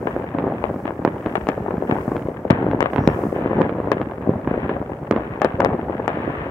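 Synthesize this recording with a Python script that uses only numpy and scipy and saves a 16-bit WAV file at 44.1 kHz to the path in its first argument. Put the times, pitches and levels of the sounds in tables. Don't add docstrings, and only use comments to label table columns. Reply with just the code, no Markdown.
import sys
import numpy as np
from scipy import signal
from scipy.fft import rfft, irfft, next_fast_len
from scipy.io import wavfile

SR = 44100
rng = np.random.default_rng(int(sys.argv[2]) if len(sys.argv) > 2 else 0)


def output_pcm(signal):
    pcm = np.clip(np.atleast_2d(signal).T, -1, 1) * 32767
    wavfile.write(sys.argv[1], SR, np.round(pcm).astype(np.int16))


N = 286650

# start_s, relative_db, pitch_hz (low: big charge), air_cutoff_hz (low: far), side (left +)
BURSTS = [(0.072, -3, 377, 2894, 1.3), (0.164, -3, 316, 1603, -0.27), (0.386, -5, 253, 3427, -.2),
          (0.6405, -3, 360, 3603, 1.34), (0.855, -8, 306, 3400, 0.23), (0.878, -9, 473, 3606, 1.4),
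          (0.907, -5.5, 430, 1895, 0.53), (1.0499, 5, 371.6, 2502, -0.31),
          (1.0766, -2.5, 190.1, 2702, -0.56), (1.261, -6.5, 297, 4403, 0.22), (1.3549, -1, 556, 5168, 1.15),
          (1.470, -8, 262, 4490, .4), (1.488, 1, 327.6, 5300, 0.72), (1.708, -5.5, 300, 1841, 0.99),
          (1.741, 0, 393, 784, 0.79), (1.824, -2, 374, 1113, 1.2), (1.912, -5, 540, 3894, 2),
          (2.1175, -2.5, 301, 1365, 0.17), (2.166, -8, 311, 4380, 0.071), (2.286, 2.5, 465, 640, 0.88),
          (2.452, 3.5, 469, 586, 1.1), (2.502, -3, 458, 4690, 1.8), (2.5065, 9, 141, 5495, 0.75),
          (2.7133, -7, 244, 4030, 0.41), (2.8058, .5, 557, 5406, 1.43), (2.8267, -.5, 367, 5697, 1),
          (2.8587, -2.5, 564, 3591, 1.5), (2.934, -5, 309, 3127, -0.47), (2.961, -2, 397, 4393, -0.52),
          (2.982, -3, 298, 3209, -0.71), (2.989, -1, 112.9, 600, -.5), (3.0755, 11, 180, 3000, 0.78),
          (3.327, 1.5, 407, 616, 1.4), (3.587, 0.5, 266, 757, 1), (3.617, -1.5, 203, 4250, -0.59),
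          (3.694, -7.5, 390, 3273, -.4), (3.9175, 3, 415.5, 5510, 0.87), (4.015, -7.5, 245, 4368, 0.35),
          (4.274, 4, 343.6, 579, 1), (4.293, 4, 134, 651, -0.84), (4.475, -3, 186, 2202, -0.12),
          (4.577, 1, 437, 650, 1), (4.694, -4.5, 288, 3283, 0.017), (5.1109, 1.5, 270.6, 5200, -0.42),
          (5.163, -5.5, 203, 3610, -0.26), (5.4179, 3.5, 492, 4510, 0.59), (5.4466, 4.5, 379, 4577, 0.65),
          (5.6042, 4, 585, 3594, 0.69), (5.6477, 2, 485, 4925, 1.4), (5.744, 0, 306.7, 594, 1.1),
          (6.0791, 1.5, 528, 4129, 0.9), (6.172, -1, 358.4, 637, .4), (6.2771, 1, 319.8, 621, -1.1)]
# start_s, length_s, relative_db
SALVOS = [(0.0, .2, -28), (0.339, .18, -21.5), (0.65, .05, -25), (1.248, .06, -26), (1.552, .2, -26),
          (1.872, .07, -21), (2.038, .14, -28), (2.528, .26, -22.5), (2.968, .03, -20.5),
          (3.148, .1, -24.5), (3.339, .18, -21.5), (3.548, .06, -17.5), (3.742, .16, -23),
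          (4.229, .07, -24), (4.468, .3, -24.5), (5.109, .07, -22), (5.579, .11, -19), (5.8, .5, -26.5),
          (6.46, 0.034, -23)]


def blasts(start_s, level_db, pitch_hz, air_hz, side, bounce, size=1024):
    # centre_hz, q, lift (negative: dip)
    ports = [(544, 4.6, 0.57), (1006, 2.42, 0.64), (1390, 12, -0.16), (1725, 7.3, 0.62), (3140, 1.66, 1.17),
             (5250, 0.69, -1.4)]
    charge_q, front_hz = 1.033, 1590
    hz, lead = np.arange(size // 2 + 1) * SR / size, size // 8
    height = from_db(level_db) * charge_q * SR / (2 * np.pi * pitch_hz)
    swing = height[:, None] * band_pass(hz, pitch_hz[:, None], charge_q) / (1 + 1j * hz / front_hz)
    air = np.exp(-(hz / air_hz[:, None]) ** 1.67)
    bounce_s = rng.uniform(0.00056, 0.002235, (len(start_s), 1))
    ground = 1 - bounce * np.exp(-2j * np.pi * hz * bounce_s)
    microphone = np.prod([1 + lift * band_pass(hz, port_hz, q) for port_hz, q, lift in ports], axis=0)
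    mid = swing * air * ground * microphone
    apart = side[:, None] * width(hz)
    waves = irfft(np.array([mid * (1 + apart), mid * (1 - apart)]))
    waves = np.roll(waves, lead, axis=-1)
    at = np.round(start_s * SR).astype(int)[:, None] - lead + np.arange(size)
    inside = (at >= 0) & (at < N)
    return np.array([np.bincount(at[inside], wave[inside], N) for wave in waves])


def slope_slap(delay_s=.0105, spread_s=0.00407, gain_db=-12, top_db=-9.5):
    start_s, level_db, pitch_hz, air_hz, side = np.array(BURSTS).T
    late_s = delay_s + spread_s * rng.random(len(start_s))
    slap_db = np.minimum(level_db + gain_db, top_db)
    slap_hz = np.maximum(pitch_hz, 420)
    return blasts(start_s + late_s, slap_db, slap_hz, air_hz * 0.97, side, bounce=0.64)


def house_echoes(gain_db=-12.5, reach_s=.025, fall_db=12, dulling_hz=4630, scatter=0.45, count=7):
    start_s, level_db, pitch_hz, air_hz, side = np.repeat(np.array(BURSTS), count, axis=0).T
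    late, luck = rng.random((len(start_s), 2)).T
    echo_db = np.minimum(level_db, 4) + gain_db - fall_db * late + 8 * (luck - .5)
    dulled_hz = 1 / (1 / air_hz + 1 / dulling_hz)
    heading = 2 * side + scatter * rng.standard_normal(len(start_s))
    return blasts(start_s + 0.002917 + reach_s * late, echo_db, pitch_hz, dulled_hz, heading, bounce=0.17)


def valley(direct, t60_s=1, cutoff_hz=1480, echoes_per_s=500, gap_s=.012):
    t = np.arange(SR) / SR
    echoes = rng.standard_normal((2, SR)) * (rng.random((2, SR)) < echoes_per_s / SR)
    echoes *= from_db(-60 * t / t60_s) * (t > gap_s)
    echoes /= np.sqrt(np.sum(echoes[0] ** 2))
    size = next_fast_len(N + SR)
    hz = np.arange(size // 2 + 1) * SR / size
    dulled = rfft(direct.mean(axis=0), size) * low_pass(hz, cutoff_hz, np.sqrt(.5))
    mid, side = rfft(echoes, size) * dulled
    return irfft([mid + side * width(hz), mid - side * width(hz)], size)[:, :N]


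def thud_activity(rumble_db=-33, big_charge_hz=180.97, db_per_octave=6, top_db=-28, shell_db=-12.5):
    rumbles = [(s, 0, min(db + rumble_db - db_per_octave * np.log2(pitch_hz / big_charge_hz), top_db))
               for s, db, pitch_hz, _, _ in BURSTS]
    shells = [(s, length_s, db + shell_db) for s, length_s, db in SALVOS]
    return activity(rumbles + shells, rest_db=-37, t60_s=1)


def crackle(trail_db=-46, near_air_hz=4544, db_per_octave=7):
    # start_s, length_s, relative_db
    star_swarms = [(0.051, .6, -49), (1.12, .25, -49), (1.86, .14, -46), (2.821, .36, -47.5),
                   (3.33, .32, -43), (4.466, .25, -43), (5.132, .3, -45.5), (5.879, .17, -47),
                   (6.079, .36, -39)]
    trails = [(s, 0, db + trail_db - db_per_octave * np.log2(near_air_hz / air_hz))
              for s, db, _, air_hz, _ in BURSTS]
    snapping = activity(trails, rest_db=-52, t60_s=.6)
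    crackling = activity(trails + star_swarms, rest_db=-55, t60_s=.6)
    snaps = swarm(snapping, gain_db=6.5, spread_db=3, pitch_hz=930, air_hz=2570,
                  lean=0.28, scatter=0.83, count=220)
    stars = swarm(crackling, gain_db=7, spread_db=5.5, pitch_hz=1455, air_hz=2420,
                  lean=0.87, scatter=1.18, count=3600, crowding=1.7)
    return snaps + stars


def swarm(curve, gain_db, spread_db, pitch_hz, air_hz, lean, scatter, count, crowding=.6):
    t = np.arange(N) / SR
    loud_db = level_at(curve, t)
    fired = np.cumsum(from_db(crowding * loud_db))
    turns = (np.arange(count) + rng.uniform(-2, 2, count)) % count / count
    start_s = np.interp(turns, fired / fired[-1], t)
    strength, charge, distance, heading = np.clip(rng.standard_normal((count, 4)), -1.8, 1.8).T
    level_db = spread_db * strength - .5 * crowding * level_at(curve, start_s)
    waves = blasts(start_s, level_db, pitch_hz * 2 ** (.5 * charge), air_hz * 2 ** (-.25 * distance),
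                   lean + scatter * heading, bounce=1)
    return waves / np.std(waves) * from_db(loud_db + gain_db)


def activity(volleys, rest_db, t60_s, swell_s=.02):
    t = np.linspace(0, N / SR, 1300)
    start_s, length_s, level_db = np.array(volleys).T[:, :, None]
    swell = np.clip((t - start_s) / swell_s, 0, 1)
    gains = swell * from_db(level_db - 60 * np.maximum(t - start_s - length_s, 0) / t60_s)
    power = from_db(rest_db) ** 2 + np.sum(gains ** 2, axis=0)
    return np.column_stack([t, 10 * np.log10(power)])


def far_air(x, edge_hz=5800):
    return signal.sosfilt(signal.butter(8, edge_hz, fs=SR, output="sos"), x)


def roll(thudding, popping):
    # frequency_hz, relative_db
    spectrum = [(20, -43), (35, -43), (62, 5.5), (120, 7.5), (400, 7), (700, 2), (1200, -10.5),
                (1750, -14.5), (2600, -28), (4300, -46), (7000, -82.5)]
    t = np.arange(N) / SR
    mean_db = .5 * (level_at(thudding, t) + level_at(popping, t))
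    return from_db(mean_db - 0.17) * stereo_noise(spectrum, spread=0.73)


def hiss(floor_db=-68.5):
    # middle_s, half_length_s, level_db
    spurts = [(0.092, .12, -64.5), (0.76, 0.16, -65.5), (1.405, 0.27, -64), (2.044, 0.18, -60),
              (2.947, .04, -61.5), (3.224, 0.13, -58.5)]
    # frequency_hz, relative_db
    spectrum = [(2500, -11.5), (4900, 3.5), (5700, 3.5), (6700, 3.5), (11000, 1.5), (15500, 3)]
    t = np.arange(N) / SR
    spurt_power = sum(from_db(db) ** 2 * np.exp(-((t - s) / half_s) ** 2) for s, half_s, db in spurts)
    return np.sqrt(from_db(floor_db) ** 2 + spurt_power) * stereo_noise(spectrum, spread=0.57)


def sizzle(middle_s=3.06, sigma_s=.05, centre_hz=5600, q=6, level_db=-62):
    t, hz = np.arange(N) / SR, np.arange(N // 2 + 1) * SR / N
    band = irfft(rfft(rng.standard_normal(N)) * band_pass(hz, centre_hz, q) ** 2, N)
    swell = np.exp(-.5 * ((t - middle_s) / sigma_s) ** 2)
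    return from_db(level_db) * swell * band / np.std(band)


def stereo_noise(spectrum, spread):
    hz = np.arange(N // 2 + 1) * SR / N
    mid, side = rfft(rng.standard_normal((2, N))) * gain_at(spectrum, hz)
    mid, side = irfft(mid, N), irfft(side * spread * width(hz), N)
    return np.array([mid + side, mid - side]) / np.std(mid)


def width(hz, lead_rad=.35):
    # frequency_hz, side_over_mid_db
    separation = [(125, -38.5), (250, -23), (500, -10), (1000, -3), (2000, 1.5), (2700, 2), (3600, 0),
                  (5000, 4)]
    return gain_at(separation, hz) * np.exp(1j * lead_rad)


def gain_at(spectrum, hz):
    points_hz, points_db = np.transpose(spectrum)
    return from_db(np.interp(np.log(hz + 1), np.log(points_hz), points_db))


def level_at(curve, time_s):
    return np.interp(time_s, *np.transpose(curve))


def from_db(db):
    return 10 ** (np.asarray(db) / 20)


def low_pass(hz, corner_hz, q):
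    s = 1j * hz / corner_hz
    return 1 / (1 + s / q + s * s)


def band_pass(hz, centre_hz, q):
    return 1j * hz / (centre_hz * q) * low_pass(hz, centre_hz, q)


def scene():
    near = from_db(-0.83) * blasts(*np.array(BURSTS).T, bounce=0.59)
    echoes = house_echoes() + from_db(-14.5) * valley(near)
    thudding = thud_activity()
    popping = activity(SALVOS, rest_db=-31.5, t60_s=.5)
    thuds = swarm(thudding, gain_db=0.5, spread_db=3, pitch_hz=88.2, air_hz=430,
                  lean=0.077, scatter=.3, count=300)
    pops = swarm(popping, gain_db=-2.43, spread_db=5, pitch_hz=347, air_hz=1180,
                 lean=0.69, scatter=0.46, count=440)
    barrage = thuds + far_air(pops + crackle()) + roll(thudding, popping)
    return near + slope_slap() + echoes + barrage + hiss() + sizzle()


def record(dry, low_cut_hz=38.4, high_cut_hz=15800):
    low_cut = signal.butter(2, low_cut_hz, "high", fs=SR, output="sos")
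    high_cut = signal.ellip(10, .1, 70, high_cut_hz, fs=SR, output="sos")
    clipped = np.clip(signal.sosfilt(low_cut, dry), -1, 1)
    return signal.sosfilt(high_cut, clipped)


dry = scene()
out = record(dry)
output_pcm(out)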